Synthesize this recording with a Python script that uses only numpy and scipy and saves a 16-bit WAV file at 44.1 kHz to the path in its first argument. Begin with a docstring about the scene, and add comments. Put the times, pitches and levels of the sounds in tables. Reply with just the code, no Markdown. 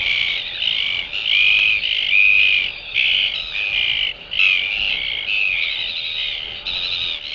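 """Gulls scream and squabble close to a fixed microphone on a grassy headland above the sea.
Each call is a membrane tone near 1.2 kHz, heard mostly in its second and third harmonics and chopped
into pulses: fast in screams and wavering cackles, slower upward chirps in rasps. The calls bounce off
the ground and scatter from the hillside. Behind them are the distant colony, wind and water, and a
faint machinery hum. The sound drops out once, for an instant."""
import sys
import numpy as np
from scipy import signal
from scipy.fft import rfft, irfft, next_fast_len
from scipy.io import wavfile
from scipy.ndimage import uniform_filter1d

SR = 44100
rng = np.random.default_rng(int(sys.argv[2]) if len(sys.argv) > 2 else 0)


def waveform_to_disk(signal):
    """Save audio, clipped to [-1, 1], as 16-bit WAV at the path in sys.argv[1]."""
    frames = np.transpose(np.atleast_2d(signal))
    scaled = np.clip(frames, -1, 1) * 32767
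    samples = np.round(scaled).astype(np.int16)
    wavfile.write(sys.argv[1], SR, samples)


N = 323694


def amp(db):
    """Decibels to gain."""
    return 10 ** (np.asarray(db) / 20)


def unit(x):
    """Scales to rms 1."""
    return x / np.sqrt(np.mean(x ** 2) + 1e-20)


def gain_at(spectrum, hz):
    """Gain between rows of frequency_hz, level_db, on a log-frequency axis."""
    f, db = np.transpose(spectrum)
    return amp(np.interp(np.log(hz + 1), np.log(f + 1), db))


def add(mix, start_s, sound):
    """Lays a sound into the mix."""
    part = mix[max(round(start_s * SR), 0):][:len(sound)]
    part += sound[:len(part)]


def wander(size, hz):
    """Random drift of rms about 1, rolling off above hz."""
    f = np.fft.rfftfreq(2 * SR, 1 / SR)
    return unit(irfft(rfft(rng.standard_normal(2 * SR)) / (1 + (f / hz) ** 4)))[:size]


def colour(x, spectrum):
    """Filters a sound by a spectrum."""
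    size = next_fast_len(2 * len(x))
    return irfft(rfft(x, size) * gain_at(spectrum, np.fft.rfftfreq(size, 1 / SR)), size)[:len(x)]


def wash(spectrum, level_db, patchy_db, swell_db):
    """Far-off sound: noise with drifting patches and a slow swell."""
    frames, bins = N // 256 + 5, 513
    real, imag, patches = rng.standard_normal((3, frames, bins))
    patches = unit(uniform_filter1d(uniform_filter1d(patches, size=14, axis=0), size=6, axis=1))
    swell = unit(uniform_filter1d(rng.standard_normal(frames), size=70))[:, None]
    spectra = (real + 1j * imag) * amp(patchy_db * patches + swell_db * swell)
    noise = signal.istft(spectra.T, nperseg=1024, noverlap=768)[1][:N]
    return amp(level_db) * unit(colour(noise, spectrum))


def hum():
    """Faint steady tones of machinery."""
    # Hum tones: frequency_hz, level_db
    tones = [(37.7, -54), (120, -67.5), (400, -76), (466, -73), (582, -54.5)]
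    t = np.arange(N) / SR
    return sum(amp(db) * unit(np.sin(2 * np.pi * (hz * t + rng.random()))) for hz, db in tones)


def wind_and_water():
    """A low, gently swelling rush around the headland."""
    # Noise spectrum: frequency_hz, relative_db
    rush = [(20, -2.5), (35, 5), (55, 1), (100, -1.5), (170, -6.5), (300, -11), (480, -6), (650, -8),
            (820, -5.5), (1000, -16), (1400, -10), (2000, -14), (4000, -30), (7000, -49)]
    return wash(rush, level_db=-43.0, patchy_db=1.96, swell_db=-1.84)


def colony():
    """Distant gulls blur into a bright, restless band of noise."""
    # Spectrum of the massed voices: frequency_hz, relative_db
    voices = [(1000, -38), (1900, -26.5), (2350, 1.5), (2750, 4.5), (3200, 2.5), (3650, -1.5), (4100, -9.5),
              (4700, -10), (5200, -40.5), (6300, -37), (7300, -42.5)]
    return wash(voices, level_db=-35.5, patchy_db=5.5, swell_db=4)


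def hillside(x, ground_s=0.00203, ground_db=-19, scatter_db=-19, t60_s=0.96):
    """The path to the microphone: direct sound, one ground bounce, thin scatter from the slope."""
    t = np.arange(SR // 2) / SR
    taps = rng.standard_normal(len(t)) * (rng.random(len(t)) < 2000 / SR)  # 2000 echoes a second
    taps *= amp(-60 * t / t60_s) * (t > .005)
    taps *= amp(scatter_db) / np.linalg.norm(taps)
    taps[0] = 1
    taps[round(ground_s * SR)] += amp(ground_db)
    return signal.fftconvolve(x, taps)[:N]


def cackle_overtone():
    """A thin, falling high overtone of one near gull's cackle."""
    # Course of the overtone: time_s, frequency_hz, level_db
    course = [(2.66, 4930, -60), (2.72, 4880, -53), (2.81, 4780, -53), (2.86, 4500, -53), (2.94, 4270, -52)]
    times, hz, db = np.transpose(course)
    t = np.arange(N) / SR
    phase = 2 * np.pi * np.cumsum(np.interp(t, times, hz)) / SR
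    return amp(np.interp(t, times, db, left=-np.inf, right=-np.inf)) * np.sqrt(2) * np.sin(phase)


def breath(row, bend, slack_db, lesser_lift_db, slack_strain_db, rate_follow, crest_db, crest_hz):
    """A push of air builds, holds and gives out; slack, the voice is lower, softer, slower, coarser."""
    start_s, length_s, rise_s, fall_s, hz0, hz1, db0, db1, rate0, rate1, lesser_db, strain_db = row
    t = np.arange(0, length_s, 1 / SR)
    along = t / length_s
    slack = 1 - (1 - np.exp(-t / rise_s)) * (1 - np.exp((t - length_s) / fall_s))
    droop = 1 - bend * slack
    crest = np.sin(np.pi * along) ** 2  # the push is hardest in the middle
    pitch = (hz0 + (hz1 - hz0) * along + crest_hz * crest) * droop
    rate = (rate0 + (rate1 - rate0) * along) * droop ** rate_follow
    lead_db = db0 + (db1 - db0) * along + crest_db * crest + slack_db * slack ** 2
    partner_db = lead_db + lesser_db + lesser_lift_db * slack  # the other strong harmonic
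    return start_s + t, pitch, rate, lead_db, partner_db, strain_db + slack_strain_db * slack


def membrane(t, pitch, rate, second_db, third_db, strain_db, weak_db, weak_lift_db, *, sweep, sag,
             duty, rise, fall, droop, leak, shimmer_db, waver, hiss_db, throat=None, rest_hz=1250):
    """A gull's voice: in each pulse the membrane snaps open, glides up to pitch, sags and shuts."""
    # Air hissing through the throat: frequency_hz, relative_db
    air = [(500, -36), (1000, -40), (1300, -16.5), (1750, -19), (2000, -23.5), (2350, 1), (2900, 10),
           (3700, -2.5), (4500, -11), (5000, -17), (5500, -23.5), (6400, -28), (7300, -52)]
    size = len(t)
    strain = amp(strain_db)  # forcing the voice lifts the hiss and the weak harmonics
    turns = np.maximum(np.cumsum(rate) / SR + .03 * wander(size, 40), 0)
    progress = turns % 1 / duty  # 0 to 1 while open; rise and fall are shares of this span
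    strength, detune = rng.standard_normal((100, 2))[turns.astype(int)].T  # one draw a pulse
    opening = np.sin(np.pi / 2 * np.clip(progress / rise, 0, 1)) ** 2
    closing = np.sin(np.pi / 2 * np.clip((1 - progress) / fall, 0, 1)) ** 2
    gate = leak + opening * closing * np.exp(-droop * progress) * amp(shimmer_db * strength)
    # a pitch far above the membrane's resting pitch takes a longer climb
    climb = sweep + np.maximum(1 - rest_hz / pitch, 0)
    glide = 1 - climb * np.exp(-progress / .27) - sag * np.minimum(progress, 1) ** 3
    jitter = 0.012 * detune + waver * np.sqrt(strain) * wander(size, 450)
    hz = pitch * uniform_filter1d(glide + jitter, size=30)
    phase = 2 * np.pi * np.cumsum(hz) / SR
    coarseness = strain * np.hypot(amp(second_db), amp(third_db))
    weak_gains = {k: coarseness * amp(db + weak_lift_db) for k, db in zip((1, 4, 5, 6), weak_db)}
    voice = np.zeros(size)
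    for k, gain in {2: amp(second_db), 3: amp(third_db), **weak_gains}.items():
        resonance = gain_at(throat, k * hz) if throat else 1
        voice += gain * unit(gate * resonance * np.sin(k * phase))
    # air rushes through the open membrane, most at the snap of opening
    puff = gate * (1 + 0.5 * np.exp(-progress / 0.34))
    hiss = unit(colour(puff * rng.standard_normal(SR)[:size], air))
    fade = np.clip(np.minimum((t - t[0]) / 0.0034, (t[-1] - t) / 0.0037), 0, 1)
    return (voice + amp(hiss_db) * coarseness * hiss) * fade


def cackles(warble_hz=11.5, first_top_s=0.0258):
    """Nearby warbling cries that steady; the second harmonic flares at each top of the pitch."""
    # One cackle a row: start_s, length_s, rise_s, fall_s, first_pitch_hz, last_pitch_hz,
    # first_level_db, last_level_db, first_pulse_hz, last_pulse_hz, second_over_third_db, strain_db,
    # warble_depth_ratio, warble_s, weak_lift_db
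    calls = [ (0.272, 0.58, 0.011, 0.056, 1267, 1242, -30, -31, 90.8, 83.6, -7, -4, 0.049, 0.47, -3.5),
             (1.009, 0.33, 0.025, .04, 1213, 1253, -41, -33, 77.2, 81.4, -2, 1, 0.0039, 0.09, -2),
             (2.698, 0.41, 0.007, 0.011, 1250, 1124, -40.5, -42, 87.2, 76, -12, -18, 0.0076, 0.16, 3),
             (3.346, .26, .004, 0.012, 1356, 1222, -29, -33.5, 84.2, 73, -5, -4, .002, 0.16, 10),
             (5.609, 0.79, 0.007, .09, 1284, 1314, -28.5, -26.5, 91.2, 73.5, -6.5, -5, 0.0562, .46, 1.5),
             (6.654, .545, 0.0077, 0.059, 1326, 1260, -25.5, -24, 90.86, 86.1, -9.5, 0.5, 0.0483, .38, 0.5),
             (7.223, .14, 0.026, 0.0046, 1420, 1443, -31, -38.5, 77.5, 81, -9, 0, 0.004, .1, -1), ]
    # Weak harmonics 1, 4, 5, 6: relative_db
    weak_db = [-26, -27, -41, -43]
    mix = np.zeros(N)
    for *row, depth, warble_s, weak_lift_db in calls:
        t, pitch, rate, third_db, second_db, strain_db = breath(
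            row, bend=.14, slack_db=-20.5, lesser_lift_db=7.5, slack_strain_db=3.0,
            rate_follow=1.41, crest_db=0.1, crest_hz=5.4)
        age = t - t[0]
        swing = depth * np.cos(2 * np.pi * warble_hz * (age - first_top_s))
        swing /= 1 + (age / warble_s) ** 29  # the warble stops quickly around warble_s
        pitch *= 1 + swing
        second_db += 108 * swing
        third_db += 17.5 * swing
        add(mix, t[0], membrane(
            t, pitch, rate, second_db, third_db, strain_db, weak_db, weak_lift_db, sweep=0.039, sag=.035,
            duty=.84, rise=0.063, fall=0.3, droop=.2, leak=.07, shimmer_db=0.5, waver=0.019,
            hiss_db=-5.5))
    return mix


def rasps():
    """Nearby rattles, mostly on the third harmonic; each pulse chirps up through the throat's peaks."""
    # One rasp a row: start_s, length_s, rise_s, fall_s, first_pitch_hz, last_pitch_hz, first_level_db,
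    # last_level_db, first_pulse_hz, last_pulse_hz, second_over_third_db, strain_db, weak_lift_db
    calls = [ (0.044, .4, .025, 0.047, 1170, 1128, -22, -27, 64.2, 49.3, -3.5, 7, 2.5),
             (0.423, 0.18, .01, .03, 1045, 970, -47, -38, 47.7, 46, 1, -4.5, 4),
             (0.583, 0.44, .05, 0.031, 1100, 1101, -19, -25, 60.23, 43.63, -16.5, 5.5, 0.5),
             (1.238, 0.51, .04, .04, 1121, 1115, -18, -22.5, 57.55, 42.2, -17, 0.5, 4.5),
             (1.815, 0.32, .025, 0.035, 1080, 1105, -21.5, -20, 56.6, 46.94, -12, 7, -5),
             (2.374, 0.34, .035, 0.048, 1100, 1067, -20.5, -23.5, 56.77, 48.4, -15.5, 8.5, -7),
             (2.943, 0.49, .015, 0.042, 1180, 1113, -21.5, -27.5, 62.55, 47, -4.5, 5.5, -2),
             (2.945, 0.37, .02, 0.021, 1360, 1284, -30, -36, 67.45, 59.8, 10, -6, -6),
             (3.52, 0.14, .01, .04, 970, 990, -49.5, -50, 51.8, 49.6, 10.5, 12.5, 8),
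             (3.726, 0.4, .022, 0.039, 1100, 1075, -20.5, -21, 63.1, 46.55, -12.5, 1, -3.5),
             (4.138, 0.15, .01, 0.014, 1094, 1110, -52, -55.5, 54, 69, -21, 7, 18),
             (4.312, 0.38, .045, 0.064, 1130, 1105, -20.5, -24, 54.2, 46.04, -11, 4, -6),
             (4.877, 0.4, .025, 0.019, 1140, 1125, -24, -26, 69.8, 49.2, -4, -1, -4.5),
             (5.511, 0.4, .015, 0.057, 1170, 1076, -30.5, -27.5, 75.8, 55.9, -1, -4, 1.5),
             (6.151, 0.49, .03, 0.043, 1105, 1085, -24, -33.5, 68, 84, -10.5, 4, 0.5),
             (7.166, 0.25, .03, 0.0026, 1053, 1152, -38.5, -24, 71.2, 78.3, -8, 9.5, 4), ]
    # Weak harmonics 1, 4, 5, 6: relative_db
    weak_db = [-46, -25, -42.5, -47]
    # Throat resonances: frequency_hz, relative_db
    throat = [(800, -16), (1200, 10), (1800, -25.5), (2050, -11.5), (2250, 7), (2600, 18.5), (3000, 15),
              (3300, 11.5), (3600, -4), (4300, -19.5), (6500, -18)]
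    mix = np.zeros(N)
    for *row, weak_lift_db in calls:
        t, pitch, rate, third_db, second_db, strain_db = breath(
            row, bend=.11, slack_db=-15, lesser_lift_db=3.5, slack_strain_db=.5,
            rate_follow=.9, crest_db=-0.16, crest_hz=4)
        add(mix, t[0], membrane(
            t, pitch, rate, second_db, third_db, strain_db, weak_db, weak_lift_db, sweep=.18, sag=0,
            duty=.88, rise=0.092, fall=0.74, droop=0.28, leak=0.16, shimmer_db=1.43, waver=0.011,
            hiss_db=-14, throat=throat))
    return mix


def screams():
    """Piercing, fast-pulsed cries close to the microphone, carried by the second harmonic."""
    # One scream a row: start_s, length_s, rise_s, fall_s, first_pitch_hz, last_pitch_hz, first_level_db,
    # last_level_db, first_pulse_hz, last_pulse_hz, third_over_second_db, strain_db, weak_lift_db
    calls = [ (0.004, 0.4, 0.0044, 0.043, 1170, 1150, -24.5, -26.5, 94, 84.7, -13.5, 5.5, 1),
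             (0.711, 0.37, 0.052, 0.045, 1158, 1182, -28.5, -27.5, 88, 90.8, -13, 3, 5.5),
             (1.119, 0.15, .018, 0.036, 1475, 1452, -23.5, -27.5, 96, 120, -24.5, 7, 2.5),
             (1.302, 0.51, .03, 0.045, 1204, 1294, -17, -18, 95.1, 110.6, -24, -1.5, 3),
             (2.098, 0.59, 0.034, 0.062, 1263, 1236, -12.5, -21, 102.5, 96.2, -25, -4.5, 1),
             (3.042, 0.25, 0.0056, 0.016, 1587, 1578, -24, -20, 86.6, 101.6, -29.5, -11, 7.5),
             (3.529, 0.6, .025, 0.026, 1289, 1135, -22, -30.5, 105.6, 88.4, -23, 4.5, 0.5),
             (4.389, .21, 0.0029, 0.022, 1368, 1190, -13.5, -21.5, 95.2, 93.5, -21, 0, 6.5),
             (4.558, .23, .02, .03, 1156, 1243, -25, -27, 91.5, 105, -17, 1, -2),
             (4.694, 0.29, .015, 0.064, 1429, 1460, -26, -19.5, 102, 104, -24.5, 7, -13),
             (5.263, .34, .018, 0.074, 1373, 1275, -21.5, -19, 106.8, 92.6, -28, -3, 2),
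             (5.264, 0.17, 0.018, 0.059, 1605, 1646, -26, -27, 105.6, 100, -24.5, 1, 1),
             (5.559, 0.15, 0.013, 0.022, 1233, 1186, -24, -26, 85, 83, -13.5, -0.5, -1.5), ]
    # Weak harmonics 1, 4, 5, 6: relative_db
    weak_db = [-33.5, -42, -47.5, -51]
    mix = np.zeros(N)
    for *row, weak_lift_db in calls:
        t, *controls = breath(
            row, bend=.13, slack_db=-22, lesser_lift_db=23, slack_strain_db=0.5,
            rate_follow=1.1, crest_db=2.0, crest_hz=4.4)
        add(mix, t[0], membrane(
            t, *controls, weak_db, weak_lift_db, sweep=.012, sag=.02, duty=.93, rise=0.26, fall=0.53,
            droop=0.19, leak=0.043, shimmer_db=0.96, waver=.012, hiss_db=-12.5))
    return mix


def scene():
    """Close gulls on the hillside over wind, water, the colony and the hum, in mono."""
    background = wind_and_water() + colony()
    gulls = screams() + rasps() + cackles() + cackle_overtone()
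    return (hillside(gulls) + background + hum())[None]


def record(dry, edge_hz=7350):
    """The sound drops out for 3 ms; the microphone's band ends near 7 kHz."""
    t = np.arange(N) / SR
    live = (t < 1.5917) | (t > 1.5947)
    lowpass = signal.firwin(361, edge_hz, window=("kaiser", 8), fs=SR)
    return signal.oaconvolve(dry * live, lowpass[None], "same")


dry = scene()
out = record(dry)
waveform_to_disk(out)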